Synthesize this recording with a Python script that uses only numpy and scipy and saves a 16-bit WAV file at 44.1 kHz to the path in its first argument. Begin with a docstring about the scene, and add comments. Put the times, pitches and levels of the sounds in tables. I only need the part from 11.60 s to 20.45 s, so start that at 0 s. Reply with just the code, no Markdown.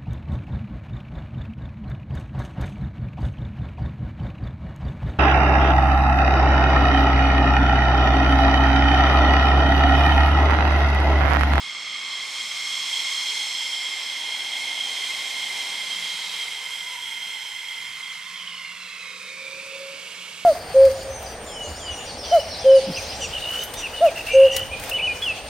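"""A twin-engined fighter jet taxis closer, turns and rolls off to the right, with more jets idling behind.
Its compressors (the spinning blades that squeeze the air) whine, and churning air blurs each tone.
Air hisses into the intakes at the front, and the exhaust roars and rumbles at the back.
As the jet turns away one whine slides down, another climbs, and air ringing in a duct swells
into a short rising hoot."""
import sys
import numpy as np
from scipy import signal
from scipy.fft import rfft, irfft, next_fast_len
from scipy.io import wavfile
from scipy.ndimage import uniform_filter1d

SR = 44100
rng = np.random.default_rng(int(sys.argv[2]) if len(sys.argv) > 2 else 0)


def file_out(sig):
    """Save sig as 16-bit WAV at sys.argv[1]."""
    # one column per channel
    cols = np.atleast_2d(sig).T
    # limit, then scale
    lim = np.clip(cols, -1, 1)
    pcm = np.round(lim * 32767).astype(np.int16)
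    wavfile.write(sys.argv[1], SR, pcm)


N = 390285
TIME = np.arange(N) / SR
# the jet starts to turn, is side-on, its whines start to slide, its tail swings round, the hoot begins
TURN_S, SIDE_ON_S, SLIDE_S, TAIL_S, HOOT_S = 2.5, 4.92, 6.7, 6.97, 7.5


def undb(db):
    """Turn decibels into a number to multiply by."""
    return 10 ** (np.asarray(db) / 20)


def unit(x):
    """Scale a sound to an average (rms) strength of 1."""
    return x / np.sqrt(np.mean(np.abs(x) ** 2))


def curves(table, at=TIME):
    """Join a table's rows with straight lines: one curve over time for each value column."""
    times, *columns = np.transpose(table)
    return [np.interp(at, times, column) for column in columns]


def over_hz(table, hz):
    """Join a table's rows along frequency, giving each octave equal room."""
    row_hz, *columns = np.transpose(table)
    return [np.interp(np.log(hz + 1), np.log(row_hz), column) for column in columns]


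def bell(x, centre, width):
    """A smooth bump in frequency or time, 1 at its centre."""
    return np.exp(-((x - centre) / width) ** 2)


def onset(at_s, ease_s, t=TIME):
    """A smooth step from 0 to 1, halfway at at_s."""
    return (1 + np.tanh((t - at_s) / ease_s / 2)) / 2


def spell(from_s, to_s, ease_s, t=TIME):
    """Fade in, hold, fade out."""
    return onset(from_s, ease_s, t) * (1 - onset(to_s, ease_s, t))


def swell_db(peak_s, rise_db_per_s, fall_db_per_s):
    """A level that climbs to 0 dB and falls again, as a beam of sound sweeps past."""
    return np.minimum((TIME - peak_s) * rise_db_per_s, (peak_s - TIME) * fall_db_per_s)


def settle(first, final, start_s, time_s, t=TIME):
    """A glide that passes `first` at start_s and slows as it nears `final`."""
    return final + (first - final) * np.exp(np.minimum((start_s - t) / time_s, 1))


def wobble(per_s):
    """A smooth random wobble, about 1 in size, that picks a new value per_s times a second."""
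    hold = int(SR / per_s)
    steps = np.repeat(rng.standard_normal(1024), hold)[:N]
    return 1.3 * uniform_filter1d(uniform_filter1d(steps, hold), hold)


def noise(colour):
    """Two unrelated noises of one tone colour: one that left and right share, one that sets them apart."""
    size = next_fast_len(N, True)
    db, = over_hz(colour, np.fft.rfftfreq(size, 1 / SR))
    spectrum = rfft(rng.standard_normal((2, size))) * undb(db)
    return unit(irfft(spectrum)[:, :N])


def blurred_tone(hz, width_hz, skirt):
    """A tone smeared by churning air, in two rows like noise(); a bigger skirt spreads its edges more."""
    hold = 8  # samples per random value
    churn = rng.standard_normal((2, N // hold + 1, 2)) @ np.array([1, 1j])
    for corner_hz in (width_hz / 2, width_hz * skirt / 2):
        churn = signal.lfilter([1], [1, -np.exp(-2 * np.pi * corner_hz * hold / SR)], churn)
    churn = signal.resample_poly(churn, hold, 1, axis=1)[:, :N]
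    phase = 2 * np.pi * np.cumsum(np.broadcast_to(hz, N)) / SR
    tone = (churn * np.exp(1j * phase)).real
    bass_cut = signal.butter(2, np.mean(hz) / 2, "high", fs=SR, output="sos")
    return unit(signal.sosfilt(bass_cut, tone))


# how strongly the intakes aim the upper whine at the listener: t/s, level/dB
WHINE_BEAM = [(0.0, -38), (0.3, -35), (0.7, -35.8), (0.95, -32.6), (1.5, -30.5), (1.92, -29.8), (2.1, -32),
              (2.5, -33), (2.93, -33.2), (3.1, -31), (3.6, -33), (4.15, -32), (4.6, -34.2), (5.62, -37),
              (5.85, -34.3), (6.2, -38.6), (6.7, -41.5)]
# the upper whine eases down to a steady pitch: t/s, f/Hz
UPPER_PITCH = [(0, 3247), (1.8, 3237), (3.6, 3212), (7, 3216)]
# fainter tones above it: multiple of its pitch, width/Hz, relative level/dB head-on and once turned
OVERTONES = [(1.298, 110, -1.3, 0), (1.605, 200, -4, -3.2), (1.665, 170, -1.5, -3), (1.955, 175, -5, -5.5),
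             (2.335, 160, -5.5, -6.8), (2.62, 240, -14, -10), (2.95, 280, -18, -9)]


def compressor_whine(lower_db=-35.3, overtone_db=-37.4, turned_db=-5.5):
    """Two strong blade tones and their overtones, fading highest first as the intakes turn away."""
    wander = 1 + .002 * wobble(9)
    lower_hz = (2138 - 6.8 * TIME) * wander  # sinks as the jet slows
    upper_hz = curves(UPPER_PITCH)[0] * wander
    beam_db, = curves(WHINE_BEAM)
    off_beam_db = beam_db - beam_db.max()
    lower = blurred_tone(lower_hz, width_hz=54, skirt=10)
    lower *= undb(lower_db + .49 * off_beam_db + .8 * wobble(12))  # lower tones are aimed less tightly
    upper = blurred_tone(upper_hz, width_hz=82, skirt=9.3)
    upper *= undb(beam_db + .34 + 1.2 * wobble(40))
    turned = onset(TURN_S, ease_s=.19)
    overtones = 0
    for multiple, width_hz, head_db, side_db in OVERTONES:
        level_db = head_db + turned * (side_db + turned_db - head_db)
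        overtones += blurred_tone(upper_hz * multiple, width_hz, skirt=2.9) * undb(level_db)
    high = upper + overtones * undb(overtone_db + off_beam_db)
    return lower * (1 - onset(7.15, ease_s=.05)) + high * (1 - onset(6.9, ease_s=.22))


# the low whine of the engine fans: t/s, f/Hz, relative level/dB
FAN_WHINE = [(0.0, 1101, -48), (0.24, 1191, -46.5), (1.45, 1011, -45), (1.82, 980.6, -47.5),
             (3.92, 975, -46.5), (6.16, 955, -50.5), (6.3, 1040, -57), (6.5, 1030, -49.5), (7.2, 1051, -47),
             (7.8, 1111, -45.5), (8.85, 1120, -42)]


def fan(gain_db=-3, whistle_db=-45, fall_db_per_s=12):
    """The fans' broad rush; once past side-on it narrows, whistles briefly and fades."""
    hz, level_db = curves(FAN_WHINE)
    broad = blurred_tone(hz * (1 + .04 * wobble(7)), width_hz=280, skirt=1)
    narrow = blurred_tone(hz * (1 + .02 * wobble(18)), width_hz=160, skirt=1) * undb(1.5 * wobble(14))
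    whistle = blurred_tone(985, width_hz=45, skirt=2) * bell(TIME, 5.33, .11)
    narrowed = onset(SIDE_ON_S, ease_s=.09)
    rush = np.sqrt(1 - narrowed) * broad + np.sqrt(narrowed) * narrow
    fade_db = fall_db_per_s * np.maximum(TIME - TAIL_S, 0)
    return rush * undb(level_db + gain_db - fade_db) + whistle * undb(whistle_db)


# how loudly air is sucked into the intakes: t/s, relative level/dB
INTAKE_FLOW = [(0.0, -49), (0.2, -52), (0.52, -48), (0.7, -43), (1.62, -42.5), (2.49, -46), (3.15, -45),
               (3.7, -42.5), (4.44, -44), (5.6, -49), (7.12, -54), (8.85, -50.5)]
# tone colour of the main hiss: f/Hz, level/dB
HISS_COLOUR = [(100, -48), (1200, -16), (2000, 1), (2400, 6), (2900, -4), (3700, 5.5), (4600, 4), (5600, 0),
               (7000, -32), (9000, -51), (14000, -41)]
# tone colour of the bright sizzle above it: f/Hz, level/dB
SIZZLE_COLOUR = [(500, -55), (3500, -5.5), (6000, 6), (8000, 5), (9200, 2), (10500, -3), (12000, -7),
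                 (14000, -13.5), (15000, -24)]


def intake(hiss_db=-36, blocked_db=-5.5, rush_db=-40.5):
    """Air hisses into the engines; a rush sweeps past, then the jet's body blocks some of the hiss."""
    flow_db, = curves(INTAKE_FLOW)
    facing_db = blocked_db * onset(SIDE_ON_S, ease_s=.11) + .5 * onset(TAIL_S, ease_s=.069)
    hiss = noise(HISS_COLOUR) * undb(hiss_db + .55 * (flow_db - flow_db.max()) + facing_db)
    sizzle = noise(SIZZLE_COLOUR) * undb(flow_db + 3 + .4 * wobble(22))
    rush_hz = 4100 - 400 * onset(4.65, ease_s=.25)
    rush = blurred_tone(rush_hz, width_hz=490, skirt=1.1) * spell(4.4, SIDE_ON_S, ease_s=.064)
    return hiss + sizzle + rush * undb(rush_db)


# tone colour of the exhaust's main roar: f/Hz, level/dB
ROAR_COLOUR = [(50, -60), (300, -37), (780, -10), (1000, -2), (1400, -1), (1800, -3.5), (2400, 1),
               (3200, 1), (5000, -19.5), (14000, -53)]
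# tone colour of its deep part: f/Hz, level/dB
DEEP_COLOUR = [(30, -50), (100, -28), (220, -7.5), (340, -6.5), (470, -2), (620, -2), (820, 3.5),
               (1050, -2.5), (1400, -19), (5000, -50)]
# tone colour of the rumble underneath: f/Hz, level/dB
RUMBLE_COLOUR = [(20, -27), (45, -15), (70, -8), (100, 0.5), (150, 2.5), (230, 3), (330, -0.5), (700, -4),
                 (1500, -41)]
# how loud the rumble is: t/s, level/dB
RUMBLE_LEVEL = [(0.0, -64), (1.5, -66), (2.7, -66.5), (4.1, -63.5), (5.6, -64.5), (6.9, -65), (8.0, -62.5),
                (8.85, -62.5)]


def exhaust(roar_db=-42, deep_db=-48, behind_db=-55):
    """The exhaust roars loudest mid-turn; its deep part returns as the back of the jet comes round."""
    turn_db = swell_db(4.4, rise_db_per_s=.53, fall_db_per_s=.72) - .13 * onset(SIDE_ON_S, ease_s=.1)
    roar = noise(ROAR_COLOUR) * undb(roar_db + turn_db)
    passing = undb(deep_db + swell_db(4.02, rise_db_per_s=2.04, fall_db_per_s=8.5))
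    from_behind = undb(behind_db) * onset(7.83, ease_s=.34)
    deep = noise(DEEP_COLOUR) * np.hypot(passing, from_behind) * undb(.8 * wobble(6.8))
    rumble_db, = curves(RUMBLE_LEVEL)
    rumble = noise(RUMBLE_COLOUR) * undb(rumble_db + 1.8 * wobble(12))
    return roar + deep + rumble


# how loud the low engine hum is: t/s, level/dB
HUM_LEVEL = [(0.0, -74), (3.7, -71), (4.15, -62.5), (4.7, -62.5), (4.95, -71), (6.45, -72), (6.65, -61),
             (7.7, -64.5), (8.85, -63)]


def engine_hum(hz=181.5, roughness=.65):
    """The engines hum low: a clean tone, with a blurred one for a rough edge."""
    phase = 2 * np.pi * np.cumsum(hz * (1 + .008 * wobble(8))) / SR
    hum = np.sqrt(2) * np.sin(phase) + roughness * blurred_tone(hz, width_hz=26, skirt=2)
    return unit(hum) * undb(curves(HUM_LEVEL)[0])


# brief high whines: start t/s, end t/s, first f/Hz, target f/Hz, settling time/s, width/Hz, level/dB
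THIN_WHINES = [(1.85, 2.42, 5330, 5170, .4, 300, -45), (6.6, 7.45, 3500, 3150, 1.3, 220, -52),
               (6.5, 8.1, 5400, 5000, .8, 380, -55.5), (7.3, 8.1, 6700, 6020, .28, 230, -58),
               (7.35, 8.2, 8600, 7750, .35, 300, -64), (7.7, 8.5, 4510, 4630, .3, 170, -53)]


def thin_whines():
    """Thin whines come and go as the jet turns, each gliding towards a steady pitch."""
    whines = 0
    for from_s, to_s, first_hz, target_hz, settle_s, width_hz, level_db in THIN_WHINES:
        tone = blurred_tone(settle(first_hz, target_hz, from_s, settle_s), width_hz, skirt=1.5)
        whines += tone * spell(from_s, to_s, ease_s=.05) * undb(level_db + wobble(12))
    return whines


def nozzle_ring(level_db=-65.5, fade_from_s=4.42, fall_db_per_s=3):
    """The exhaust outlet rings hollowly as the jet comes side-on, then gives way to the hoot."""
    ring = blurred_tone(472, width_hz=80, skirt=1.2) * spell(4.2, HOOT_S, ease_s=.1)
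    return ring * undb(level_db - fall_db_per_s * np.maximum(TIME - fade_from_s, 0))


def sinking_whines(main_db=-45, flare_db=3.5, surge_db=-40.5, airy_db=-47.3):
    """A whine surges out of the upper blade tone, sinks and flares; a higher, airy one follows it."""
    hz = settle(3200, 2110, SLIDE_S, time_s=.82)
    level_db = main_db + .5 * (TIME - SLIDE_S) + flare_db * bell(TIME, 7.85, .34)
    main = blurred_tone(hz, width_hz=135, skirt=2.6) * onset(SLIDE_S, ease_s=.057)
    surge = blurred_tone(hz, width_hz=330, skirt=1.2) * bell(TIME, 6.92, .13)
    airy_hz = (4600 - 1350 * onset(7.5, ease_s=.45)) * (1 + .012 * wobble(25))
    airy = blurred_tone(airy_hz, width_hz=270, skirt=1.4)
    airy *= undb(1.5 * wobble(14) + swell_db(7.46, rise_db_per_s=17, fall_db_per_s=4.5))
    return main * undb(level_db) + surge * undb(surge_db) + airy * undb(airy_db)


def climbing_whine(level_db=-43.5):
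    """A whine climbs out of the lower blade tone, swells as it crosses the sinking one, and frays."""
    hz = 2120 + 740 * onset(8.02, ease_s=.17)
    narrow = blurred_tone(hz, width_hz=194, skirt=2)
    wide = blurred_tone(hz, width_hz=760, skirt=.96)
    frayed = onset(8.1, ease_s=.075)
    whine = np.sqrt(1 - frayed) * narrow + np.sqrt(frayed) * wide
    crossing_db = 4 * bell(TIME, 7.95, .32)
    growth_db = swell_db(8.95, rise_db_per_s=1.5, fall_db_per_s=5)
    return whine * undb(level_db + crossing_db + growth_db + 1.6 * wobble(30))


def duct_hoot(hold_db=-48, peak_db=-43, peak_s=8.235, rush_db=-53, airy_db=-56):
    """Air rings in a duct: a clean, rising tone that flares briefly inside a breathy rush."""
    hz = settle(518, 552, HOOT_S, time_s=.45, t=np.maximum(TIME, HOOT_S))
    phase = 2 * np.pi * np.cumsum(hz * (1 + .001 * wobble(25))) / SR
    strength = undb(hold_db) * spell(7.77, 8.42, ease_s=.04) + undb(peak_db) * bell(TIME, peak_s, .11)
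    tone = np.sqrt(2) * np.sin(phase) * strength * undb(1.6 * wobble(45))
    rush = blurred_tone(hz * .96, width_hz=240, skirt=1.4)
    rush *= undb(rush_db + swell_db(peak_s, rise_db_per_s=14, fall_db_per_s=14))
    airy = blurred_tone(hz * .94, width_hz=110, skirt=1) * spell(7.4, 8.45, ease_s=.1)
    shared_only = np.array([[1], [0]])
    return tone * shared_only + rush + airy * undb(airy_db)


# the path of a wandering dip in the treble: t/s, f/Hz, depth/dB
DIP_PATH = [(0.4, 10000, 0), (1.0, 10000, 2), (1.6, 10200, 2), (1.82, 10600, 3), (2.05, 9000, 4),
            (2.25, 9100, 4), (2.7, 10080, 6), (4.1, 9950, 6), (4.6, 9000, 0), (5.4, 9700, 7),
            (6.0, 9680, 8), (6.25, 9400, 0)]
# the dips that follow that path: share of its frequency, width/Hz, share of its depth
DIP_FAMILY = [(0.123, 93, 0.6), (.465, 228, 0.73), (.712, 272, .85), (.99, 260, 1)]
# hollows in the middle pitches: start t/s, end t/s, first f/Hz, last f/Hz, width/Hz, depth/dB
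HOLLOWS = [(4.7, 7.6, 255, 345, 65, 6.5), (6.6, 7.45, 335, 335, 45, 3), (8.1, 9.2, 320, 300, 70, 4),
           (5.1, 6.25, 1210, 1250, 110, 4), (6.35, 6.7, 600, 570, 90, 3), (6.6, 7.5, 870, 830, 90, 7),
           (7.5, 8.4, 780, 760, 100, 12), (8.4, 9.2, 765, 790, 100, 8), (7.6, 8.3, 2850, 3250, 230, 4),
           (8.05, 9.2, 2030, 2030, 90, 5)]


def cancelling_db(hz, t):
    """Sound takes several paths, round the jet and off the concrete, and they cancel at some pitches."""
    dip_hz, dip_db = curves(DIP_PATH, t)
    dips = sum(share * bell(hz, ratio * dip_hz, width_hz) for ratio, width_hz, share in DIP_FAMILY)
    hollows_db = 0
    for from_s, to_s, first_hz, last_hz, width_hz, depth_db in HOLLOWS:
        centre_hz = np.interp(t, (from_s, to_s), (first_hz, last_hz))
        hollows_db += depth_db * bell(hz, centre_hz, width_hz) * spell(from_s, to_s, ease_s=.066, t=t)
    return -dip_db * dips - hollows_db


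# two swoops of a very short echo: middle t/s, longest delay/ms, bend/(ms/s^2), length/s, depth/dB
ECHO_SWOOPS = [(2.205, .396, .445, .5, 2.4), (4.77, .5, .65, .5, 3.1)]


def echo_ripple_db(hz, t, slide_db=2.4):
    """A second, longer path ripples the treble; the ripples swoop twice, then slide down as it grows."""
    def ripple(delay_ms):
        return np.cos(2 * np.pi * hz * delay_ms / 1000)

    swoops_db = sum(depth_db * ripple(longest_ms - bend * (t - at_s) ** 2) * bell(t, at_s, length_s)
                    for at_s, longest_ms, bend, length_s, depth_db in ECHO_SWOOPS)
    growing_ms = settle(1.146, 1.74, SLIDE_S, time_s=.626, t=t)
    slide = ripple(growing_ms) * spell(6.2, 7.9, ease_s=.06, t=t)
    return swoops_db * bell(hz, 10000, 3000) + slide_db * slide * bell(hz, 5200, 3400)


def brightness_db(hz, t, dull_db=6, bright_db=5, brightest_s=5.9):
    """The top hiss is dull at first and brightest just after the jet is side-on."""
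    height = np.minimum(hz / 12000, 1)
    at_first = 1 - onset(.87, ease_s=.18, t=t)
    return bright_db * bell(t, brightest_s, 1) * height ** 4 - dull_db * at_first * height ** 2


# how left and right differ: f/Hz, share of unrelated sound, multiplier on their level difference
STEREO_SPREAD = [(200, .0001, 0), (700, 0.0013, 0), (1220, 0.075, .45), (2230, 0.06, 0.77),
                 (3320, 0.019, 1.04), (4430, 0.075, 0.36), (7300, 0.15, 1.3), (14000, 0.15, 2.1)]


def reach_listener(sound, ahead_db=-2.4, crossed_db=-6.7, lag_samples=1.95, frame=1024):
    """Sound is coloured on its way; as the jet crosses right, the left treble gets softer and later."""
    hz, t, (shared, apart) = signal.stft(sound, SR, nperseg=frame)
    unrelated, shade = (column[:, None] for column in over_hz(STEREO_SPREAD, hz))
    hz = hz[:, None]
    shared, apart = shared * np.sqrt(1 - unrelated), apart * np.sqrt(unrelated)
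    crossed = onset(6.25, ease_s=.95, t=t)
    left_minus_right_db = shade * (ahead_db + (crossed_db - ahead_db) * crossed)
    delay = np.exp(-2j * np.pi * hz * lag_samples * crossed / SR)
    left = (shared + apart) * undb(left_minus_right_db / 2) * delay
    right = (shared - apart) * undb(-left_minus_right_db / 2)
    colour = undb(cancelling_db(hz, t) + echo_ripple_db(hz, t) + brightness_db(hz, t))
    return signal.istft(np.array([left, right]) * colour, SR, nperseg=frame)[1][:, :N]


def scene():
    """Whines, hiss and roar waver together in the hot air over the concrete; hoot and hum join them."""
    shimmer = undb(.39 * wobble(14))
    whines = compressor_whine() + sinking_whines() + thin_whines() + climbing_whine()
    engines = whines + fan() + intake() + exhaust() + nozzle_ring()
    return reach_listener(engines * shimmer + duct_hoot() + engine_hum())


def record(dry):
    """Cut away the very highest pitches, above 14950 Hz."""
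    return signal.sosfilt(signal.ellip(12, .1, 90, 14950, fs=SR, output="sos"), dry)


dry = scene()
out = record(dry)
file_out(out)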